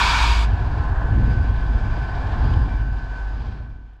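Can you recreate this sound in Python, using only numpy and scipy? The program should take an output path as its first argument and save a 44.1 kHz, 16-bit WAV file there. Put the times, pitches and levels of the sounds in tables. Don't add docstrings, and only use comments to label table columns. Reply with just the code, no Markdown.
import sys
import numpy as np
from scipy import signal
from scipy.fft import rfft, irfft
from scipy.io import wavfile
from scipy.ndimage import uniform_filter1d

SR = 44100
rng = np.random.default_rng(int(sys.argv[2]) if len(sys.argv) > 2 else 0)


def convert_level_to_amplitude(level_db):
    exponent = np.asarray(level_db, float) / 20
    return 10 ** exponent


def output_pcm(signal):
    pcm = np.clip(np.atleast_2d(signal).T, -1, 1) * 32767
    wavfile.write(sys.argv[1], SR, np.round(pcm).astype(np.int16))


N = 176400

CYCLE_HZ = 2.792

# freq_hz, density_db [dB per Hz]
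AIR_COLOUR = [(290, -59), (500, -29), (956, -3), (2010, -6.5), (2310, -1.5), (2840, -11), (4870, -16.5),
              (11900, -45.5), (13500, -51.5)]
# freq_hz, width_hz, level_db
AIR_PIPE_MODES = [(951, 86, 4), (1122, 100, -7), (1496, 80, -3.5), (2287, 76, -0.5), (3400, 210, -7),
                  (3733, 45, -9.5), (4120, 49, -14), (4750, 130, -11), (6500, 48, -26), (6980, 53, -25)]
# time_s, pitch_hz, level_db
STACK_TONE = [(0, 54.5, -23), (.24, 52.43, -19), (.41, 52.23, -15), (.62, 52.47, -21.5), (.98, 51.5, -19),
              (1.25, 53.5, -19), (1.45, 53.02, -16), (1.6, 51.6, -21), (1.76, 52.16, -16),
              (1.881, 55.9, -28), (2.0, 52.75, -18.5), (2.16, 50.4, -22), (2.5, 53.12, -21),
              (2.84, 51.53, -19.5), (3.089, 50.5, -24.5), (3.3, 51.27, -20), (3.64, 52.3, -20),
              (4, 52, -25)]
# time_s, depth_db
TONE_LULLS = [(.34, -7), (.5, 0), (.58, -8), (.72, -9), (.84, -12), (.95, -15), (1.03, -11), (1.09, -9),
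              (1.2, -8), (1.35, -10), (1.43, -13), (1.61, -11), (1.67, -10), (1.8, -10.5), (1.95, -6),
              (2.09, -13), (2.25, -7), (2.36, -12), (2.7, -12), (3.01, -14), (3.18, -11), (3.57, -7),
              (3.75, -8)]
# freq_hz, width_hz, level_db
STACK_MODES = [(34.7, 6, -10), (103.4, 25, -3.5), (245, 132, -9.5)]
# time_s, level_db
ROAR_LEVEL = [(.5, -35.5), (.7, -35), (1.0, -32.5), (1.15, -36.5), (1.57, -38.5), (2.0, -36), (2.3, -33.5),
              (2.6, -36), (2.91, -40), (3.2, -36.5), (3.45, -38), (3.62, -38), (3.75, -43), (4, -42)]
# freq_hz, density_db [dB per Hz]
HOOD_COLOUR = [(240, -17.5), (400, -1), (550, -9), (692, 1.5), (1030, -0.5), (1270, -9), (1550, -1.5),
               (1720, -7.5), (2100, -26.5), (2730, -48), (4620, -120)]
# freq_hz, width_hz, level_db
PANEL_MODES = [(734, 8.4, -20.5), (861, 10, -18.5), (1048.5, 6.1, -11), (1710, 43, -14.5), (1692, 32, -15)]
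# freq_hz, density_db [dB per Hz]
CLATTER_COLOUR = [(1060, -28), (1800, -8), (2060, -5.5), (2360, -4.5), (3220, -6.5), (4910, -13.5),
                  (5620, -18.5), (8140, -31.5), (13500, -80)]
# time_s, lift_db
CLATTER_LIFT_DB = [(.5, 0.5), (.8, -0.5), (1.0, -2.5), (1.3, 0), (1.65, -1), (1.9, 0), (2.2, 0), (2.5, 0.5),
                   (2.9, -1.5), (3.3, 2.5), (3.6, 1), (3.85, -2)]
# freq_hz, width_hz, level_db
STRUCK_PARTS = [(2350, 110, -59), (4800, 250, -65), (3300, 250, -69)]
# multiple [of the gear rate], level_db
GEAR_PARTIALS = [(3, 0), (8, -36), (12, -44), (13, -37), (14, -42), (15, -46), (18, -56), (20, -60)]
# time_s, level_db
WHINE_LEVEL = [(.5, -46.5), (1.0, -46), (1.4, -40.5), (1.53, -45), (1.62, -42), (1.85, -43), (2.05, -39.5),
               (2.24, -51), (2.5, -43.5), (2.72, -47.5), (2.85, -41), (3.02, -42.5), (3.2, -36),
               (3.38, -45.5), (3.65, -46.5), (4, -50.5)]
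# time_s, gust_db
GUST_LEVEL = [(0, -30), (.24, -28), (.42, -33.5), (.54, -25.5), (.7, -26.5), (.95, -28), (1.19, -19),
              (1.6, -28.5), (1.86, -25.5), (2.0, -29.5), (2.3, -27.5), (2.45, -22.5), (2.7, -25.5),
              (3.1, -33), (3.27, -35.5), (3.4, -24.5), (3.75, -28), (3.92, -37.5)]
# freq_hz, density_db [dB per Hz]
WIND_COLOUR = [(7.1, -36.5), (12, -8), (43, 0), (59, -1), (119, -8), (182, -20.5), (240, -19), (544, -38),
               (600, -42.5), (780, -67), (1320, -120)]
# time_s, peak_db, pitch_hz
WIND_PUFFS = [(0.061, -21.5, 72.6), (0.091, -23, 119), (.2, -20, 75), (.3, -19.5, 68.6), (1.54, -21.5, 135),
              (2.85, -22, 135), (.53, -11.5, 99), (0.659, -26, 119), (0.799, -17, 113), (.91, -18.5, 91),
              (1.151, -13.5, 75.5), (1.189, -27, 134), (1.281, -23, 106), (1.38, -26, 115), (1.5, -20, 100),
              (1.619, -20.5, 95), (1.86, -13.5, 97), (2.12, -27, 85), (2.25, -19.5, 92.6),
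              (2.39, -12.5, 71.66), (2.44, -14.5, 100.5), (2.512, -14.5, 75), (2.567, -11, 89.6),
              (2.601, -14, 69.5), (2.781, -21, 109.2), (2.928, -19.5, 99.94), (3.442, -27.5, 75),
              (3.49, -18.5, 84.95), (3.73, -23, 78.5)]
# start_s, level_db, pitch_hz, ring_s [to -60 dB]
NEAR_KNOCKS = [
    (1.976, -20, 290, .03),
    (2.536, -34, 3100, .03),
    (2.271, -40, 3200, .02),
    (1.259, -40, 2800, .025),
    (3.6, -36, 600, .08),
    (.29, -33, 370, .05),
    (1.51, -30, 240, .05),
    (1.27, -30, 240, .06),
    (3.55, -32, 330, .1),
]
# freq_hz, gain_db
MIC_RESPONSE = [(6000, 0), (8100, 2), (9300, -5), (12000, -3.5), (12900, -12.5), (14200, -17), (15200, -32)]


def level(x, db):
    return x * convert_level_to_amplitude(db) / np.sqrt(np.mean(x ** 2))


def ring(x, hz, width_hz):
    b, a = signal.iirpeak(min(hz, .45 * SR), hz / max(width_hz, 1), fs=SR)
    return signal.lfilter(b, a, x)


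def ring_twice(x, hz, width_hz):
    return ring(ring(x, hz, width_hz), hz, width_hz)


def noise():
    return rng.standard_normal(N)


def walk(rate_hz):
    hold = int(SR / rate_hz)
    held = np.repeat(rng.standard_normal(N // hold + 2), hold)
    return 1.27 * uniform_filter1d(uniform_filter1d(held, hold), hold)[:N]


def colour(x, points):
    hz, db = np.array(points, float).T
    edges = np.log2(hz)
    octave = np.log2(np.maximum(np.arange(N // 2 + 1) * SR / N, 1))
    outside = np.maximum(edges[0] - octave, 0) + np.maximum(octave - edges[-1], 0)
    return irfft(rfft(x) * convert_level_to_amplitude(np.interp(octave, edges, db) - 30 * outside), N)


def bands(points, flicker_db, rate_hz, per_octave=3):
    spectrum = rfft(level(colour(noise(), points), 0))
    octave = np.log2(np.arange(1, N // 2 + 2) * SR / N)
    low, high = np.log2(points[0][0]) - 1, np.log2(points[-1][0]) + 1
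    for centre in np.arange(low, high, 1 / per_octave):
        weight = np.clip(1 - abs(octave - centre) * per_octave, 0, 1)
        yield 2 ** centre, irfft(spectrum * weight, N) * convert_level_to_amplitude(flicker_db * walk(rate_hz))


def turbulence(points, flicker_db, rate_hz):
    return sum(band for _, band in bands(points, flicker_db, rate_hz))


def curve(t, rows):
    return np.interp(t, *np.array(rows, float).T)


def beats(count, scatter_db):
    rate_hz = CYCLE_HZ * count
    times = .053 + np.arange(4.1 * rate_hz) / rate_hz
    draw = 2 * rng.random((400, 3))[:len(times)] - 1
    pattern = draw[np.arange(len(times)) % count, 1]
    size = convert_level_to_amplitude(scatter_db * (draw[:, 0] + pattern))
    at = np.clip((times + .003 * draw[:, 2]) * SR, 0, N + SR).astype(int)
    return np.bincount(at, size, N + 2 * SR)[:N]


def air_valve_db(t, eases_s):
    shuts_s = 0.444
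    sag = -12.5 * t
    ease = -47.5 * np.maximum(t - eases_s, 0)
    shut = -500 * np.maximum(t - shuts_s, 0)
    return np.maximum(sag + ease + shut, -120)


def air(t):
    jet = turbulence(AIR_COLOUR, 0.63, 30)
    pipe = sum(level(ring(noise(), hz, width), db) * convert_level_to_amplitude(1.5 * walk(30))
               for hz, width, db in AIR_PIPE_MODES)
    hiss = jet + level(pipe, 1) * convert_level_to_amplitude(4.5 * np.minimum(t, 0.444))
    hiss = (hiss - 0.76 * ring(hiss, 2040, 350)) * convert_level_to_amplitude(-20)
    hiss = signal.sosfilt(signal.butter(3, 680, "high", fs=SR, output="sos"), hiss)
    low = signal.sosfiltfilt(signal.butter(2, 1900, fs=SR, output="sos"), hiss)
    treble = hiss - low
    return low * convert_level_to_amplitude(air_valve_db(t, eases_s=0.2)) + treble * convert_level_to_amplitude(air_valve_db(t, eases_s=0.281))


def exhaust(t):
    s, hz, db = np.array(STACK_TONE, float).T
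    pitch_hz = np.interp(t, s, hz) * (1 + .02 * walk(6))
    tone = np.sin(2 * np.pi * np.cumsum(pitch_hz) / SR) * convert_level_to_amplitude(1.3 * walk(8))
    skirt = ring_twice(noise(), hz.mean(), 10.4)
    lull_s = 0.013
    lull_db = sum(depth_db * np.exp(-((t - at) / lull_s) ** 2) for at, depth_db in TONE_LULLS)
    thrum = (level(tone, -0.67) + level(skirt, -14)) * convert_level_to_amplitude(np.interp(t, s, db) + lull_db)
    firings = beats(count=12, scatter_db=2.5)
    rung = sum(level(ring_twice(firings, f, width), g) for f, width, g in STACK_MODES)
    return thrum + level(rung, -38.5)


def valve_gate():
    decay_s, rise_s = .025, .014
    knock = beats(count=6, scatter_db=2.2)
    tail = signal.lfilter([1], [1, -np.exp(-1 / (decay_s * SR))], knock)
    return uniform_filter1d(0.5 + .17 * tail, int(rise_s * SR))


def fan_roar():
    roar = turbulence(HOOD_COLOUR, 0.9, 2.5)
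    panels = sum(level(ring(noise(), hz, width), db) * convert_level_to_amplitude(1.5 * walk(2))
                 for hz, width, db in PANEL_MODES)
    return roar + panels


def valve_clatter(gate):
    clatter = level(gate * turbulence(CLATTER_COLOUR, 1.2, 6.07), -51)
    struck = gate ** 3 * noise()
    for hz, width, db in STRUCK_PARTS:
        part = ring(ring(struck, hz, 2 * width), hz, width)
        clatter = clatter + level(part * convert_level_to_amplitude(4.3 * walk(5.7)), db)
    return clatter


def gear_whine(t):
    turn = 2 * np.pi * np.cumsum(507.1 * (1 + 0.00037 * walk(2))) / SR
    whine = 0
    for multiple, db in GEAR_PARTIALS:
        gain = np.sqrt(2) * convert_level_to_amplitude(db + curve(t, WHINE_LEVEL) + 1.6 * walk(25))
        whine = whine + gain * np.sin(round(multiple) * turn)
    return whine


def hood(t):
    roar_db, breeze_db = curve(t, ROAR_LEVEL), 1.1 * walk(14)
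    gate = valve_gate()
    roar = level(fan_roar() * np.sqrt(gate), 0) * convert_level_to_amplitude(roar_db + breeze_db / 2)
    clatter_db = 0.28 * (roar_db + 38.0) + curve(t, CLATTER_LIFT_DB) + breeze_db
    return roar + valve_clatter(gate) * convert_level_to_amplitude(clatter_db) + gear_whine(t)


def wind(t):
    gust_db = curve(t, GUST_LEVEL) + 26
    rumble = 0
    for hz, band in bands(WIND_COLOUR, 1.62, 9):
        share = .65 if hz < 60 else 1
        trim_db = -12.5 if 44 < hz < 62 else 0
        rumble = rumble + band * convert_level_to_amplitude(gust_db * share + trim_db)
    return convert_level_to_amplitude(-21) * rumble


def puffs(t):
    out = np.zeros(N)
    for s, db, hz in WIND_PUFFS:
        turns = (t - s) * hz
        swell = np.exp(-(turns / 1.9 - .5) ** 2)
        sagging = turns * (1 - .15 * np.tanh(turns / 4))
        out += convert_level_to_amplitude(db - 2.0) * swell * np.sin(2 * np.pi * (sagging + rng.random()))
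    return out


def knocks(t):
    out = 0
    for s, db, hz, ring_s in NEAR_KNOCKS:
        age = np.maximum(t - s, 0)
        rough = level(ring_twice(noise(), hz, hz / 2), -3)
        body = np.sin(2 * np.pi * hz * age) + rough
        out = out + convert_level_to_amplitude(db - 60 * age / ring_s) * np.minimum(age / .002, 1) * body
    return out


def scene():
    t = np.arange(N) / SR
    return (air(t) + exhaust(t) + hood(t) + wind(t) + puffs(t) + knocks(t))[None]


def low_pass(x):
    return signal.sosfilt(signal.butter(12, 15720, fs=SR, output="sos"), x)


def record(dry):
    t = np.arange(N) / SR
    hiss = convert_level_to_amplitude(-91.5) * noise()
    x = colour(dry[0] + hiss, [(1, 0.0097)] + MIC_RESPONSE)
    x = signal.sosfilt(signal.butter(2, 18, "high", fs=SR, output="sos"), x)[None]
    frame_s, grid_s = 1 / 29.97, 2.7348
    frame_start = grid_s + frame_s * np.floor((t - grid_s) / frame_s)
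    fade_from_s, fade_to_s = 2.5, 4.11
    fade = np.clip((fade_to_s - frame_start) / (fade_to_s - fade_from_s), 0, 1)
    return low_pass(x * fade)


dry = scene()
out = record(dry)
output_pcm(out)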